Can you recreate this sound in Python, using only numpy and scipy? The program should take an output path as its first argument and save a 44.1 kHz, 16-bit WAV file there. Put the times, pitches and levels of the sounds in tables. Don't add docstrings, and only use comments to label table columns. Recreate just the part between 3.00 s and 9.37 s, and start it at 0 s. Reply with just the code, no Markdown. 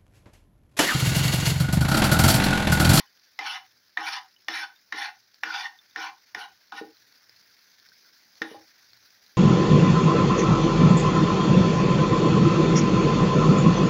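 import sys
import numpy as np
from scipy import signal
from scipy.io import wavfile
from scipy.ndimage import uniform_filter1d

SR = 44100
rng = np.random.default_rng(int(sys.argv[2]) if len(sys.argv) > 2 else 0)


def level_to_linear(level):
    exponent = np.asarray(level, float) / 20
    return 10 ** exponent


def wrap_up_sound(samples):
    columns = np.atleast_2d(samples).T
    tamed = np.clip(columns, -1, 1)
    steps = np.round(tamed * 32767).astype(np.int16)
    wavfile.write(sys.argv[1], SR, steps)


N = 280917

# (pitch [Hz], width [Hz], level [dB])
BENDING = [(809.3, 64.4, -1.5), (894.4, 78, -5.5), (1026, 180, -1.5), (1263, 14, -10)]
MIDDLE = [(1451, 57, 1.5), (1540, 52, -0.5), (1779, 200, -1.5), (1850, 45, 1.5), (2062, 37, -1.5)]
UPPER = [(2311, 123, 4.5), (2678, 51, -1.5), (2936, 137, 4.5), (3542, 82, 2), (3838, 66, 0.5),
         (4345, 230, 1), (4910, 120, -1), (5323, 167, 2), (5560, 55, -18), (5880, 330, -18.5)]
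# (pitch [Hz], width [Hz], level [dB])
BLADE = [(9640, 42, -3), (10830, 430, -5.5), (11750, 700, -9)]
# (pitch [Hz], width [Hz], level [dB])
HELD = [(214, 61, 4.2), (321.2, 14, 9), (380.6, 18.2, 1.8), (436, 53, 12.8)]
# (pitch [Hz], level per Hz [dB])
RASP = [(250, -59.5), (620, -41), (760, -6.5), (1300, 1), (1900, -3.5), (3000, -18.5), (5800, 5),
        (6600, -6.5), (7600, -30.5), (9000, -22.5), (10500, -43), (13500, -46), (15000, -8), (16000, -56.5)]


def scrape(slips_per_s=9000, spread_db=2.5, roam_db=2.5, held_db=-35, ragged_db=4.5):
    level, (middle_hz, upper_hz) = contact()
    slips = (rng.random(N) < slips_per_s / SR) * rng.choice([-1., 1.], N)
    slips = slips * level_to_linear(spread_db * rng.exponential(1, N).clip(0, 4))
    slips = evened(slips * level_to_linear(1.0 * wander(hz=55.7)))
    weights = shares(BENDING, 800, 0.88), shares(MIDDLE, middle_hz, 52), shares(UPPER, upper_hz, 3.7)
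    board = np.zeros(N)
    for family, gain, weight in zip((BENDING, MIDDLE, UPPER), level, weights):
        for k, (hz, width, _) in enumerate(family):
            drift_db = ragged_db * wander(hz=31.62) if family is UPPER else roam_db * wander(hz=14)
            drive = slips * gain * weight[k] * level_to_linear(drift_db)
            board += (-1) ** k * ring(drive, hz, width) * np.sqrt(4 * np.pi * width / SR)
    blade = np.zeros(N)
    for hz, width, db in BLADE:
        blade += level_to_linear(db + 4.0 * wander(hz=44.0)) * evened(ring(ring(slips, hz, width), hz, 4 * width))
    grit = evened(slips * level_to_linear(2.4 * wander(hz=258.6)))
    rasp = level_to_linear(-9.5) * signal.oaconvolve(grit * level[2], colour(RASP))[:N]
    hz, width, _ = HELD[1]
    held = level_to_linear(held_db) * evened(ring(slips, hz, width)) * level[0]
    return radiated(board) + rasp + blade * level[3] + freed(held)


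# (lift time [s], pressure [dB], bending modes [dB], upper modes [dB], blade ring [dB])
STROKES = [
    (0.005, -41.5, -3.5, 3.5, -12),
    (0.573, -41, 2, 2.5, -19),
    (1.188, -39, 0.5, 2, -18),
    (1.643, -35.5, -6.5, 0, -20.5),
    (2.087, -38, -4.5, -1, -22),
    (2.672, -38.5, -3.5, 0, -25.5),
    (3.088, -39, -2, 0, -27),
    (3.45, -41, -1, -2.5, -17.5),
    (3.807, -54, 7.5, 5.5, -14.5),
    (5.57, -59, 5, 3, -9),
]
# (time [s], extra pressure [dB], favoured middle pitch [Hz])
DIGS = [(0.465, 7, 1500), (0.51, 3.5, 1460), (0.557, 5, 2020), (1.03, 1, 1490), (1.08, 11, 1770),
        (1.134, 6, 1740), (1.17, 6.5, 1780), (1.51, 5, 1840), (1.55, 5.5, 1840), (1.59, 4, 1800),
        (1.63, 2.5, 1530), (1.985, 7.5, 1860), (2.02, 12.5, 1850), (2.05, 7.5, 1800), (2.5, 2.5, 1550),
        (2.548, 10.5, 1580), (2.585, 3, 1540), (2.657, 8.5, 1850), (2.985, 3.5, 1460), (3.02, 6, 1540),
        (3.07, -0.5, 1660), (3.383, 5, 1480), (3.435, -2, 1510), (3.774, 7, 1710), (3.787, 14, 1850),
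        (5.45, 6, 1850), (5.55, -2, 1850)]
DIG_SHARE = (0.32, 1.0, 0.48, 0.4)
SLOW_LOSS = (0.1, 0.1, 9.2, 20)
SPEED_ARCH = (.8, .8, 0.87, 0.84)


def contact():
    dig_s, grow_s, lifted_s, lift_db_per_s = 0.014, 0.013, 0.11, 1100
    t, level, upper_hz = np.arange(N) / SR, np.zeros((4, N)), np.full(N, 1e3)
    dig_db = sum(db * swell(s, dig_s) for s, db, _ in DIGS)
    starts = [-0.2] + [row[0] for row in LANDINGS]
    for start, (lift, db, low, high, blade) in zip(starts, STROKES):
        on = slice(max(round(start * SR), 0), round((lift + lifted_s) * SR))
        along = np.clip((t[on] - start) / (lift - start), 0, 1)
        grow = np.clip((t[on] - start) / grow_s, 0, 1)
        pressure = grow * level_to_linear(db - lift_db_per_s * np.maximum(t[on] - lift, 0))
        settings = zip((low, 0, high, blade), DIG_SHARE, SLOW_LOSS, SPEED_ARCH)
        for k, (rel, share, loss, arch) in enumerate(settings):
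            slow_db = loss * (1 - np.sin(np.pi * arch * along))
            level[k, on] = pressure * level_to_linear(rel + share * dig_db[on] - slow_db)
        upper_hz[on] = 3540 + 480 * along
    places = sorted([(s, hz) for s, _, hz in DIGS] + [(row[0], row[4]) for row in LANDINGS])
    return level, (np.interp(t, *np.transpose(places)), upper_hz)


# (time [s], blow [dB], bending modes [dB], upper modes [dB], favoured middle pitch [Hz])
LANDINGS = [
    (0.3899, -24.5, -1.5, 2, 2060),
    (0.9722, -18, -8, -8.5, 1820),
    (1.4836, -22.5, -14, 3.5, 1877),
    (1.9239, -20, -11.5, -6.5, 1860),
    (2.4343, -16, -11, -6, 1850),
    (2.9598, -20, -10, -12, 1774),
    (3.3476, -25.5, -7, -1, 1830),
    (3.7213, -27.5, -2, -8.5, 1417),
    (5.418, -20.5, -15, -2, 1853),
]
# (pitch [Hz], level per Hz [dB])
KNOCK = [(300, -19), (790, 10.5), (1970, 10), (3130, -13), (5400, -27), (6500, -5), (7440, -39),
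         (8300, -29), (11000, -7.5), (13000, -15.5), (15000, -7), (16500, -37)]


def landings(crack_db=-3, focus_db=110, touch_db=-24):
    damping = 1.2
    rebound_s, rebound_db = 0.006, -22
    place_db = 2.2
    s, db, low, high, favoured_hz = np.transpose(LANDINGS)
    chatter = np.exp(-np.arange(500) / 130) * rng.standard_normal(500) * 0.34
    chatter[0] = 1
    shake = rng.standard_normal(N)
    board = np.zeros(N)
    for family, rel, trim_db in ((BENDING, low, -3.5), (MIDDLE, 0, 0.1), (UPPER, high, -11)):
        for k, (hz, width, mode_db) in enumerate(family):
            away_db = -focus_db * abs(np.log(hz / favoured_hz)) * (family is MIDDLE)
            chance_db = place_db * rng.standard_normal(len(s))
            blow = impulses(s, db + rel + trim_db + mode_db + away_db + chance_db)
            rebounds = shake * signal.lfilter([level_to_linear(rebound_db)], [1, -np.exp(-1 / SR / rebound_s)], blow)
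            board += ring((-1) ** k * blow + rebounds, hz, width * damping)
    crack = signal.oaconvolve(impulses(s, db + high + crack_db), np.convolve(chatter, colour(KNOCK)))[:N]
    hz, width, _ = BENDING[0]
    touch = ring(impulses(s - .0042, db + touch_db), hz, width)
    u = np.arange(4000) / 600
    thump = impulses(s, -52 - 0.27 * low - 27.0)
    push = shake * signal.oaconvolve(thump, u * np.exp(-u))[:N]
    thud = sum((-1) ** k * level_to_linear(d) * ring(push, hz, width) for k, (hz, width, d) in enumerate(HELD))
    return radiated(board + touch) + crack + freed(thud)


# (time [s], blow [dB], favoured low pitch [Hz], brightness [dB])
BUMPS = [
    (3.813, -28, 444, -4),
    (3.845, -43, 409, -10),
    (3.889, -63, 310, -6),
    (5.416, -28, 433, -18),
    (5.447, -37, 439, -5.5),
    (5.484, -49, 304, -8),
    (5.514, -34, 452, -7),
    (5.545, -39.5, 420, 10.5),
    (5.599, -56, 315, -5),
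]
# (pitch [Hz], width [Hz], level [dB])
RATTLE = [(594, 270, -10.5), (706, 80, -9), (814, 12, -6.5), (830, 30, -11)]


def bumps():
    out, t = np.zeros(N), np.arange(8000) / SR
    for s, db, favoured_hz, bright_db in BUMPS:
        blow = np.exp(-t / 0.0033) * rng.standard_normal(len(t)) / 12
        blow[0] += 1.1
        weight = shares(HELD, favoured_hz, 30)
        low = sum((-1) ** k * weight[k] * ring(blow, hz, 1.13 * width) for k, (hz, width, _) in enumerate(HELD))
        high = sum(level_to_linear(d + bright_db - 6.0) * ring(blow, hz, width) for hz, width, d in RATTLE)
        part = out[round(s * SR):][:len(t)]
        part += level_to_linear(db) * freed(low + high) / abs(low).max()
    return out


# (pitch [Hz], level [dB])
RADIATION = [(100, -50.5), (450, -39.5), (640, -21.5), (750, -2.5), (6200, -6), (7200, -11.5), (8200, -28),
             (11000, -22), (15000, -9.5)]


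def radiated(x):
    return level_to_linear(-5.5) * signal.oaconvolve(x, colour(RADIATION))[:N]


def freed(x):
    return signal.sosfilt(signal.butter(2, [170, 1100], "bandpass", fs=SR, output="sos"), x)


# (time [s], peak level [dB], pitch [Hz])
SPITS = [(0.1733, -46, 3040), (0.1968, -44, 4140), (0.713, -46, 3540), (1.4464, -42, 5250),
         (2.344, -37, 4540), (2.9104, -41, 3650), (3.6824, -43, 4300), (3.969, -37.5, 4170),
         (4.125, -38, 4360), (4.295, -32, 5130), (4.3628, -39, 4340), (4.591, -39, 4340),
         (4.6995, -43, 4700), (4.799, -38.5, 4400), (4.852, -38, 4900), (4.888, -34.5, 4320),
         (5.0746, -44, 5360), (5.3546, -40, 4200), (5.9331, -33, 4370), (5.973, -38, 4070),
         (6.1048, -38, 4840), (6.264, -38, 4100)]
# (time [s], peak level [dB], pitch [Hz])
DRIPS = [
    (0.072, -47, 3000),
    (1.3636, -42.5, 2970),
    (1.7614, -43, 3650),
    (2.789, -36, 3570),
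    (3.7417, -37, 1680),
    (4.9188, -41.5, 1540),
]


def spits():
    out, t = np.zeros(N), np.arange(2600) / SR
    rows = [(*r, 0.015, 10.5) for r in SPITS] + [(*r, 0.05, 0.1) for r in DRIPS]
    crackle = rng.standard_normal((len(rows), 200)) * np.exp(-np.arange(200) / 30) / 4
    for (s, db, hz, t60, tick_db), burst in zip(rows, crackle):
        bubble = level_to_linear(-60 * t / t60) * np.sin(2 * np.pi * hz * t) * np.clip(t / 0.00023, 0, 1)
        bubble[:2247] += level_to_linear(tick_db) * np.convolve(burst, colour(SIMMER))
        part = out[round(s * SR):][:len(t)]
        part += level_to_linear(db - 9.0) * bubble[:len(part)]
    return out


# (pitch [Hz], level per Hz [dB])
SIMMER = [(60, -38.5), (189, -8.5), (540, -12.5), (1210, -11), (1550, -1.5), (2210, -5.5), (2910, -12),
          (4930, -0.5), (6050, -6), (8040, -31), (8790, -31), (10800, -19), (13400, -19.5), (14900, -11.5)]
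# (time [s], level [dB])
SIMMER_LEVEL = [
    (0.0, -63),
    (1.5, -64),
    (3.0, -63),
    (3.9, -61),
    (5.4, -59.5),
    (6.37, -60),
]


def simmer(patchy_db=1.75, flicker_db=2.0, fizz_per_s=330, fizz_db=-10.5):
    frames, hz = N // 128 + 5, np.fft.rfftfreq(512, 1 / SR)
    a, b, patches = rng.standard_normal((frames, 257, 3)).T
    patches = evened(uniform_filter1d(uniform_filter1d(patches, size=8, axis=0), size=16, axis=1))
    flicker = evened(uniform_filter1d(rng.standard_normal(frames), size=3)) * (hz[:, None] > 1200)
    spectrum = (a + 1j * b) * level_to_linear(patchy_db * patches + flicker_db * flicker)
    hiss = signal.istft(spectrum, nperseg=512, noverlap=384)[1][:N]
    fizz = (rng.random(N) < fizz_per_s / SR) * level_to_linear(1.6 * rng.exponential(1, N).clip(0, 3))
    fizz = signal.lfilter([1], [1, -.82], fizz) * rng.standard_normal(N)
    pot = evened(signal.oaconvolve(evened(hiss) + level_to_linear(fizz_db) * evened(fizz), colour(SIMMER))[:N])
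    return pot * level_to_linear(np.interp(np.arange(N) / SR, *np.transpose(SIMMER_LEVEL)) + 1.5)


# (pitch [Hz], time to fade by 60 dB [s])
KITCHEN = [(250, 0.34), (800, 0.34), (2000, 0.23), (5000, 0.24), (12000, 0.31)]


def kitchen(x):
    taps = np.zeros(SR // 2)
    at = np.arange(200, SR // 2 - 20, 20)
    taps[at + rng.integers(0, 20, len(at))] = rng.choice([-1., 1.], len(at))
    hz, t, z = signal.stft(taps, SR, nperseg=256)
    tail = signal.istft(z * level_to_linear(-60 * t / read(KITCHEN, hz)[:, None]), SR, nperseg=256)[1]
    return signal.fftconvolve(x, tail / np.linalg.norm(tail))[:N]


def gated(x):
    gate_db, soft_db = -63.5, 2.5
    level_db = 10 * np.log10(abs(uniform_filter1d(x ** 2, size=1200)) + 1e-12)
    return x * (1 + np.tanh((level_db - gate_db) / soft_db)) / 2


# (time [s], level [dB], length [s])
JOLTS = [(0.0, -57, 0.019), (0.76, -83, 0.17), (1.155, -83, 0.11), (1.5, -84, 0.054), (1.95, -73, .04),
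         (2.466, -72, 0.038), (2.993, -77, 0.087), (3.36, -62, 0.02), (3.533, -75, 0.037),
         (3.82, -76, 0.043), (4.31, -81, 0.036), (5.43, -79, 0.035), (5.6, -63.5, 0.054),
         (5.92, -70, 0.067)]


def rumble():
    low = signal.sosfilt(signal.butter(3, [70, 190], "bandpass", fs=SR, output="sos"), rng.standard_normal(N))
    low = evened(low) + 1.1 * evened(ring(low, 120.5, 7.5))
    level = level_to_linear(-80.5 + 2 * wander(hz=6))
    level = level + sum(level_to_linear(db) * swell(s, length) for s, db, length in JOLTS)
    return evened(low) * level * level_to_linear(-7.5)


def evened(x):
    return x / np.sqrt(np.mean(x ** 2) + 1e-20)


def read(points, hz):
    f, value = np.transpose(points)
    return np.interp(np.log(hz + 1), np.log(f + 1), value)


def wander(hz):
    knots = np.arange(int(N / SR * hz) + 2)
    return np.interp(np.arange(N) / SR * hz, knots, rng.standard_normal(len(knots)))


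def swell(s, width_s):
    return np.exp(-((np.arange(N) / SR - s) / width_s) ** 2)


def impulses(times, db):
    x = np.zeros(N)
    x[(np.asarray(times) * SR).astype(int)] = level_to_linear(db)
    return x


def ring(x, hz, width):
    r, w = np.exp(-np.pi * width / SR), 2 * np.pi * hz / SR
    return signal.lfilter([0, np.sin(w)], [1, -2 * r * np.cos(w), r * r], x)


def shares(family, favoured_hz, focus_db):
    gain = np.array([level_to_linear(db - focus_db * abs(np.log(hz / favoured_hz))) for hz, _, db in family])
    return gain / np.sqrt((gain ** 2).sum(axis=0))


def colour(points):
    log_gain = np.log(level_to_linear(np.maximum(read(points, abs(np.fft.fftfreq(4096, 1 / SR))), -100)))
    h = np.fft.ifft(np.exp(np.conj(signal.hilbert(log_gain)))).real[:2048]
    return h / np.linalg.norm(h)


def scene():
    board = scrape() + landings() + bumps()
    echo = gated(level_to_linear(-8.0) * kitchen(board))
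    return (level_to_linear(-0.5) * board + echo + simmer() + spits() + rumble())[None]


def top_cut(x):
    return signal.sosfilt(signal.butter(12, 16790, fs=SR, output="sos"), x)


def record(dry):
    low_pass = signal.firwin(401, 15800, window=("kaiser", 6), fs=SR)
    limited = signal.oaconvolve(dry, low_pass[None], "same")
    return top_cut(limited)


dry = scene()
out = record(dry)
wrap_up_sound(out)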